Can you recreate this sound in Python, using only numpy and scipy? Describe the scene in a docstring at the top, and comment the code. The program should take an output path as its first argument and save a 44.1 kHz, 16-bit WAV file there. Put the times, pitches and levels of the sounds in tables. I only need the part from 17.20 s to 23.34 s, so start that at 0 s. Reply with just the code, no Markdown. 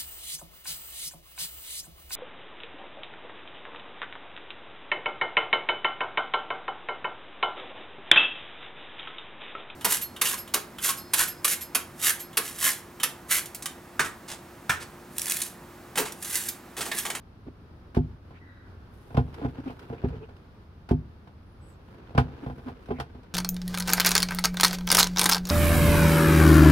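"""A clutch pedal worked twice in a parked car, heard from above the steering wheel.
Over a faint cabin rumble, the slack rattles and the pedal clunks against its stop, ringing the bulkhead.
Faint, thin whistles glide by, a shoe scuffs, denim swishes, and at 2 s the foot stamps on the pad.
It rides the pedal down and back while the linkage knocks, ticks and groans along the stroke.
A second clunk at 3.7 s leads to a brighter stamp at 5 s and one more stroke."""
import sys
import numpy as np
from scipy import signal
from scipy.fft import rfft, irfft, next_fast_len
from scipy.io import wavfile

SR = 44100
rng = np.random.default_rng(int(sys.argv[2]) if len(sys.argv) > 2 else 0)


def dump(signal):
    """Clip the signal to [-1, 1] and save it as 16-bit WAV at the path in sys.argv[1]."""
    limited = np.clip(np.atleast_2d(signal).T, -1, 1)
    pcm = np.round(limited * 32767).astype(np.int16)
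    wavfile.write(sys.argv[1], SR, pcm)


N = 270774
TIME = np.arange(N) / SR
RIGHT_LAG_S = .00027  # the right microphone hears the footwell later

# Resonances of pedal, bulkhead and cabin. Each row: pitch in Hz, 60 dB decay time in seconds,
# level in dB when struck at the stop, level in dB when struck at the pad.
BODY_MODES = [(63, .28, -26, -27), (75, .16, -16, -15), (103, .085, -10, -11), (128, .14, -18, -10),
              (151, .3, -22, -32), (172, .12, -35, -29), (250, .24, -21, -23), (274, .07, -20, -21),
              (360, .11, -21, -30), (396, .1, -21, -28), (446, .11, -44, -22), (480, .1, -48, -27),
              (705, .11, -32, -25), (750, .08, -34, -23), (802, .1, -38, -22), (877, .08, -31, -25),
              (945, .07, -42, -31), (1013, .1, -42, -24), (1220, .06, -51, -31), (1335, .06, -53, -31),
              (1448, .11, -55, -29), (1545, .09, -44, -34), (1857, .08, -58, -42), (2240, .1, -60, -44),
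              (2447, .1, -62, -44), (2643, .1, -62, -41), (3163, .11, -62, -45), (3515, .1, -66, -47),
              (5000, .11, -70, -52)]
# The dull tone of a sole rubbing on rubber. Each row: frequency in Hz, level in dB.
SCUFF_COLOUR = [(120, -10), (250, -1), (440, 0), (600, -9), (950, -8), (1150, -13), (1500, -11),
                (1900, -18), (2700, -20), (4500, -29), (8000, -46)]


def amp(db):
    """Decibels to gain."""
    return 10 ** (np.asarray(db) / 20)


def unit(x):
    """Scales to an rms of one."""
    return x / np.sqrt(np.mean(x ** 2) + 1e-20)


def curve_at(points, hz):
    """Reads a curve on a log-frequency axis."""
    f, value = np.transpose(points)
    return np.interp(np.log(hz + 1), np.log(f + 1), value)


def fade(t, t60):
    """Free decay, 60 dB down after t60 seconds."""
    return np.exp(-np.log(1000) * t / t60)


def swell(t, length, rise, release):
    """Attack, hold and release between t = 0 and length."""
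    return np.clip(np.minimum(t / rise, (length - t) / release), 0, 1)


def add(mix, s, sound):
    """Mixes a stereo sound in at s seconds."""
    part = mix[:, max(round(s * SR), 0):][:, :sound.shape[1]]
    part += sound[:, :part.shape[1]]


def drift(count, hz):
    """A random wobble with an rms of one, moving at up to about hz."""
    coarse = rng.standard_normal(count // 20 + 2)
    return unit(np.interp(np.arange(count) * 2 * hz / SR, np.arange(len(coarse)), coarse))


def diffuse(pair, colour, tilt_db=0):
    """Colours two noises, tilted in dB per octave, and spreads them: centred bass, wide treble."""
    # How alike the two sides are. Each row: frequency in Hz, left-right coherence.
    coherence = [(40, .95), (130, .98), (300, .88), (650, .45), (1300, 0), (16000, 0)]
    size = next_fast_len(pair.shape[1], True)
    hz = np.fft.rfftfreq(size, 1 / SR)
    left, unrelated = rfft(pair, size)
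    same = curve_at(coherence, hz)
    right = same * left + np.sqrt(1 - same ** 2) * unrelated
    gain = unit(amp(curve_at(colour, hz) + tilt_db * np.log2(hz / SR + 1e-3)))
    return irfft(np.array([left, right]) * gain, size)[:, :pair.shape[1]]


def cabin_rumble(level_db=-43.6, waver_db=.7):
    """The bed: low rumble through the body shell, thinning into a faint hiss."""
    # The tone of the cabin. Each row: frequency in Hz, relative level in dB.
    colour = [(22, 10), (40, 1), (60, -.5), (92, 2), (125, -7), (200, -9), (390, -15), (630, -22),
              (1350, -23), (2000, -32), (5000, -40), (7700, -56), (9300, -51), (15500, -54)]
    return diffuse(rng.standard_normal((2, N)), colour) * amp(level_db + waver_db * drift(N, hz=6))


def cabin_tail(dry, wet_db=-12, bass_t60=.55, treble_t60=.16, build_s=.02):
    """A short reverb: upholstery soaks up the treble at once, while the bass lingers."""
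    t = np.arange(SR // 2) / SR
    field = diffuse(rng.standard_normal((2, len(t))), [(0, 0), (SR, 0)])
    hz, frame_s, bands = signal.stft(field, SR, nperseg=512)
    t60 = curve_at([(100, bass_t60), (1500, treble_t60)], hz)[:, None]
    tail = signal.istft(bands * fade(frame_s, t60), SR, nperseg=512)[1][:, :len(t)]
    tail *= (1 - np.exp(-t / build_s)) / np.linalg.norm(fade(t, bass_t60))
    return amp(wet_db) * signal.fftconvolve(dry.mean(0)[None], tail, axes=1)[:, :N]


def denim_swish(grains, gain_db=2, edge_s=.06):
    """Denim slides as the knee moves: an airy brush, smoother than the sole."""
    # The knee's moves. Each row: start in seconds, length in seconds, relative level in dB.
    swishes = [(1.69, .36, -72.5), (2.0, .38, -76.5), (2.4, .38, -77), (4.6, .2, -80), (5.17, .38, -76.5),
               (5.55, .28, -80)]
    # The sheen of the cloth. Each row: frequency in Hz, relative level in dB.
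    colour = [(1500, -20), (3500, -2), (5500, -1), (7500, -7), (9000, -1), (10500, 1), (13000, -3),
              (15500, -6)]
    shape = sum(amp(db) * swell(TIME - s, length, edge_s, edge_s) for s, length, db in swishes)
    return amp(gain_db) * diffuse(rng.standard_normal((2, N)) * np.sqrt(grains) * shape, colour)


def sole_scuff(grains, gain_db=1.5, push_s=.18, push_db=5):
    """The sole catches and slides on the rubber pad, harder as the pedal nears the floor."""
    # Push and return. Each row: start in seconds, length in seconds, relative level in dB,
    # easing in dB per second, moment the pedal is down in seconds.
    strokes = [(1.58, 1.62, -50.5, 1.7, 2.29), (4.42, 1.88, -49, 5.3, 5.3)]
    shape = np.zeros(N)
    for s, length, db, easing, down in strokes:
        t = TIME - s
        push = swell(down - TIME, push_s, push_s / 2, push_s / 2)
        shape += amp(db - easing * t + push_db * push) * swell(t, length, rise=.6, release=.25)
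    return amp(gain_db) * diffuse(rng.standard_normal((2, N)) * grains * shape, SCUFF_COLOUR)


def leg(grain_db=3, catch_db=2.2):
    """Shoe and denim share one friction texture: fine grains over slower catches."""
    grains = unit(amp(grain_db * drift(N, hz=400) + catch_db * drift(N, hz=35)))
    return sole_scuff(grains) + denim_swish(grains)


def squeaks(mix, waver=.008):
    """Faint, thin, fuzzy whistles and squeaks glide as they swell and fade."""
    # Each row: start in seconds, length in seconds, first and last pitch in Hz, bandwidth in Hz,
    # level in dB, share of the length spent swelling.
    glides = [(1.11, .09, 1200, 2200, 1600, -56, .7), (1.2, .7, 1650, 1350, 400, -60.5, .1),
              (1.195, .36, 1960, 1920, 90, -59, .05), (1.22, .3, 3900, 3840, 180, -72, .3),
              (2.47, .06, 2800, 2600, 600, -55, .3), (2.765, .045, 2400, 2600, 600, -56, .5),
              (3.01, .05, 2600, 2750, 500, -58, .6), (5.72, .11, 2100, 2300, 700, -55, .5),
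              (4.2, .24, 9900, 10900, 150, -80, .5), (4.40, .17, 8000, 7800, 100, -66, .3),
              (4.41, .19, 10000, 13700, 200, -77, .2), (4.44, .13, 9800, 7000, 2000, -69, .4)]
    t = np.arange(SR) / SR
    for s, length, start_hz, end_hz, width_hz, level_db, rising in glides:
        hz = np.interp(t, [0, length], [start_hz, end_hz]) * (1 + waver * drift(SR, hz=20))
        phase = 2 * np.pi * np.cumsum(hz) / SR
        lowpass = signal.butter(2, width_hz / 2, fs=SR)
        fuzz = unit(signal.lfilter(*lowpass, rng.standard_normal((2, 2, SR))))
        whistle = fuzz[0] * np.cos(phase) + fuzz[1] * np.sin(phase)
        shape = swell(t, length, rising * length, (1 - rising) * length)
        add(mix, s, amp(level_db) * shape * whistle)


def groans(mix, jitter=.06, overtone_db=-20, grit_db=-13):
    """Pivot and spring stick and slip: a strong, uneven note, weak overtones and grit at each slip."""
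    # Each row: start in seconds, length in seconds, slips per second, level in dB.
    runs = [(0.264, .035, 290, -40), (2.172, .04, 450, -43), (2.219, .055, 280, -31),
            (2.374, .042, 265, -36), (2.452, .042, 260, -31), (2.722, .025, 430, -34),
            (2.836, .03, 400, -28), (2.915, .05, 450, -41), (2.995, .07, 440, -43), (5.218, .045, 280, -37),
            (5.452, .05, 255, -33), (5.700, .026, 400, -26)]
    longest = SR // 6
    for s, length, hz, level_db in runs:
        count = int(length * SR)
        turns = np.cumsum(hz * (1 + jitter * drift(longest, hz=150)[:count])) / SR
        phase = 2 * np.pi * np.array([turns, turns - hz * RIGHT_LAG_S])
        overtones = sum(np.sin(k * phase) * 2 / k for k in range(2, 7))
        puffs = rng.standard_normal((2, longest))[:, :count] * (1 + np.cos(phase))
        grit = diffuse(puffs, SCUFF_COLOUR, tilt_db=-2)
        slips = unit(np.sin(phase) + amp(overtone_db) * overtones + amp(grit_db) * grit)
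        add(mix, s, amp(level_db) * slips * signal.windows.tukey(count, .8))


def click(level_db, tilt_db, crack_t60=.055, ring_db=-12, ring_t60=.14, rise_s=.003):
    """A crack among the dense modes of the steel bracket, then their short ring."""
    # The bracket's tone. Each row: frequency in Hz, relative level in dB.
    colour = [(150, -30), (550, -13), (880, 1), (1200, -1), (1500, 0), (1950, -7), (2800, -7), (4000, -12),
              (5200, -14), (7000, -27), (9000, -23), (12000, -26), (15500, -35)]
    t = np.arange(SR // 6) / SR
    attack = 1 - np.exp(-(t / rise_s) ** 2)
    decay = fade(t, crack_t60) + amp(ring_db) * fade(t, ring_t60)
    return amp(level_db) * diffuse(rng.standard_normal((2, len(t))) * attack * decay, colour, tilt_db)


def ticks(mix):
    """Play in the metal linkage lets out small, tight ticks."""
    # Each row: start in seconds, level in dB.
    cues = [(2.140, -40.5), (2.399, -50), (2.477, -47), (2.501, -46), (2.591, -42), (2.882, -48),
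            (3.163, -52), (5.656, -47), (5.798, -27.5), (6.030, -53)]
    for s, level_db in cues:
        add(mix, s, click(level_db, tilt_db=0, crack_t60=.035))


def mode_rings(bend_lag_s=.002, rise_cycles=.7):
    """Each body mode's free ring at the two microphones, as (side, mode, time)."""
    # Where the ring sits in the stereo image. Each row: frequency in Hz, left minus right in dB.
    balance = [(150, 0), (280, -1.2), (450, -5), (850, -2), (1600, 1), (10000, 1.5)]
    hz, t60 = np.transpose(BODY_MODES)[:2, :, None]
    arrival = bend_lag_s * np.sqrt(hz[0] / hz)  # low bending waves cross the panel more slowly
    sides = []
    for lean, lag in ((.5, 0), (-.5, RIGHT_LAG_S)):
        t = np.maximum(np.arange(SR // 2) / SR - arrival - lag, 0)
        attack = 1 - np.exp(-t * hz / rise_cycles)
        pan = amp(lean * curve_at(balance, hz))
        sides.append(pan * attack * fade(t, t60) * np.sin(2 * np.pi * hz * t))
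    return np.array(sides)


def knock(rings, level_db, bass_db, treble_db, place):
    """One blow rings the modes; its place, from 0 at the stop to 1 at the pad, sets their blend."""
    hz, _, stop_db, pad_db = np.transpose(BODY_MODES)
    tone_db = curve_at([(110, bass_db), (400, 0), (1500, treble_db)], hz)
    return amp(level_db + tone_db + (1 - place) * stop_db + place * pad_db) @ rings


def jolts(mix, rings):
    """Lighter blows along the stroke, each shaking a click out of the linkage."""
    # Each row: start in seconds, relative level in dB, extra bass in dB, extra treble in dB,
    # place from 0 (stop) to 1 (pad).
    blows = [(0.265, -20, 0, -12, .1), (1.106, -27, -3, -3, .9), (1.904, -22, -5, -3, .9),
             (2.214, -12, -7, -6, .9), (2.246, -4.5, -2.5, -6, .9), (2.380, -22, 3, -2, .9),
             (2.457, -22, -8, -2, .8), (2.497, -15, -10, -3, .9), (2.699, -10.5, -3, -10, .8),
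             (2.725, -14, -15, -12, .9), (2.837, -2.5, 2, -9, .25), (2.903, -19, 3, -7, .7),
             (2.962, -26, 13, -8, .3), (3.088, -25, -12, -3, .9), (4.071, -29, -3, 0, .9),
             (4.906, -25, -6, -4, .9), (5.262, -11, 0, -4, .9), (5.297, -13, 0, -3, .9),
             (5.390, -25, -6, -1, .9), (5.481, -15, -10, 1, .9), (5.686, -11, -6, -6, .6),
             (5.705, -4, -11, -7, .75), (5.717, -7, -12, -7, .8), (5.785, -15, -3, 0, .8),
             (5.799, -12, -8, 6, .95), (5.947, -21, -1, -5, .5)]
    for s, level_db, bass_db, treble_db, place in blows:
        add(mix, s, knock(rings, level_db, bass_db, treble_db, place))
        click_db = -38.5 + .45 * level_db + 1.3 * treble_db  # stronger, harder blows shake the metal more
        add(mix, s, click(click_db, tilt_db=-2.2))


def stamps(mix, rings, touch_s=.029, chatter_s=.016, settle_s=.108, place=.96):
    """The sole touches, the linkage cracks taut, the weight lands, metal chatters, the foot settles."""
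    # Each row: landing in seconds, relative level in dB, extra treble in dB,
    # level of the crack in dB, the crack's lead in seconds.
    landings = [(1.973, 2.7, -4.5, -30, .006), (4.977, 3.5, 4, -19.5, .001)]
    for s, level_db, treble_db, crack_db, lead_s in landings:
        add(mix, s - touch_s, click(level_db=-41, tilt_db=-2.5))
        add(mix, s - touch_s, knock(rings, level_db - 13, bass_db=1, treble_db=-6, place=place))
        add(mix, s - lead_s, click(crack_db, tilt_db=-2.5))
        add(mix, s, knock(rings, level_db, bass_db=1, treble_db=treble_db, place=place))
        add(mix, s + chatter_s, click(crack_db - 16, tilt_db=-.9, crack_t60=.09))
        add(mix, s + settle_s, knock(rings, level_db - 28, bass_db=8, treble_db=-12, place=place))


def clunks(mix, rings):
    """The slack rattles, its first contact nudging the bracket, then the pedal falls against its stop."""
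    # Hits on the stop. Each row: start in seconds, relative level in dB.
    hits = [(0.767, 3.3), (3.709, 3.6)]
    # The rattle into each hit. Each row: lead in seconds, level in dB, tilt in dB per octave.
    rattle = [(.0215, -38.5, -.6), (.008, -41, -3), (0, -39.5, -.4)]
    nudge_lead_s = rattle[0][0]
    for s, level_db in hits:
        for lead_s, click_db, tilt_db in rattle:
            add(mix, s - lead_s, click(click_db, tilt_db))
        add(mix, s - nudge_lead_s, knock(rings, level_db=-18, bass_db=-11, treble_db=0, place=.55))
        add(mix, s, knock(rings, level_db, bass_db=1.5, treble_db=-1.5, place=.02))


def scene():
    """The pedal and its cabin reverb up front, over the leg, the squeaks and the rumble."""
    pedal, rings = np.zeros((2, N)), mode_rings()
    clunks(pedal, rings)
    stamps(pedal, rings)
    jolts(pedal, rings)
    ticks(pedal)
    groans(pedal)
    mix = pedal + cabin_tail(pedal) + leg() + cabin_rumble()
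    squeaks(mix)
    return mix


def record(dry, low_hz=47, high_hz=15720):
    """The microphone loses the deepest bass, and a steep high cut trims the very top."""
    thinned = signal.sosfilt(signal.butter(3, low_hz, "high", fs=SR, output="sos"), dry)
    high_cut = signal.firwin(511, high_hz, window=("kaiser", 9), fs=SR)
    return signal.oaconvolve(thinned, high_cut[None], "same")


dry = scene()
out = record(dry)
dump(out)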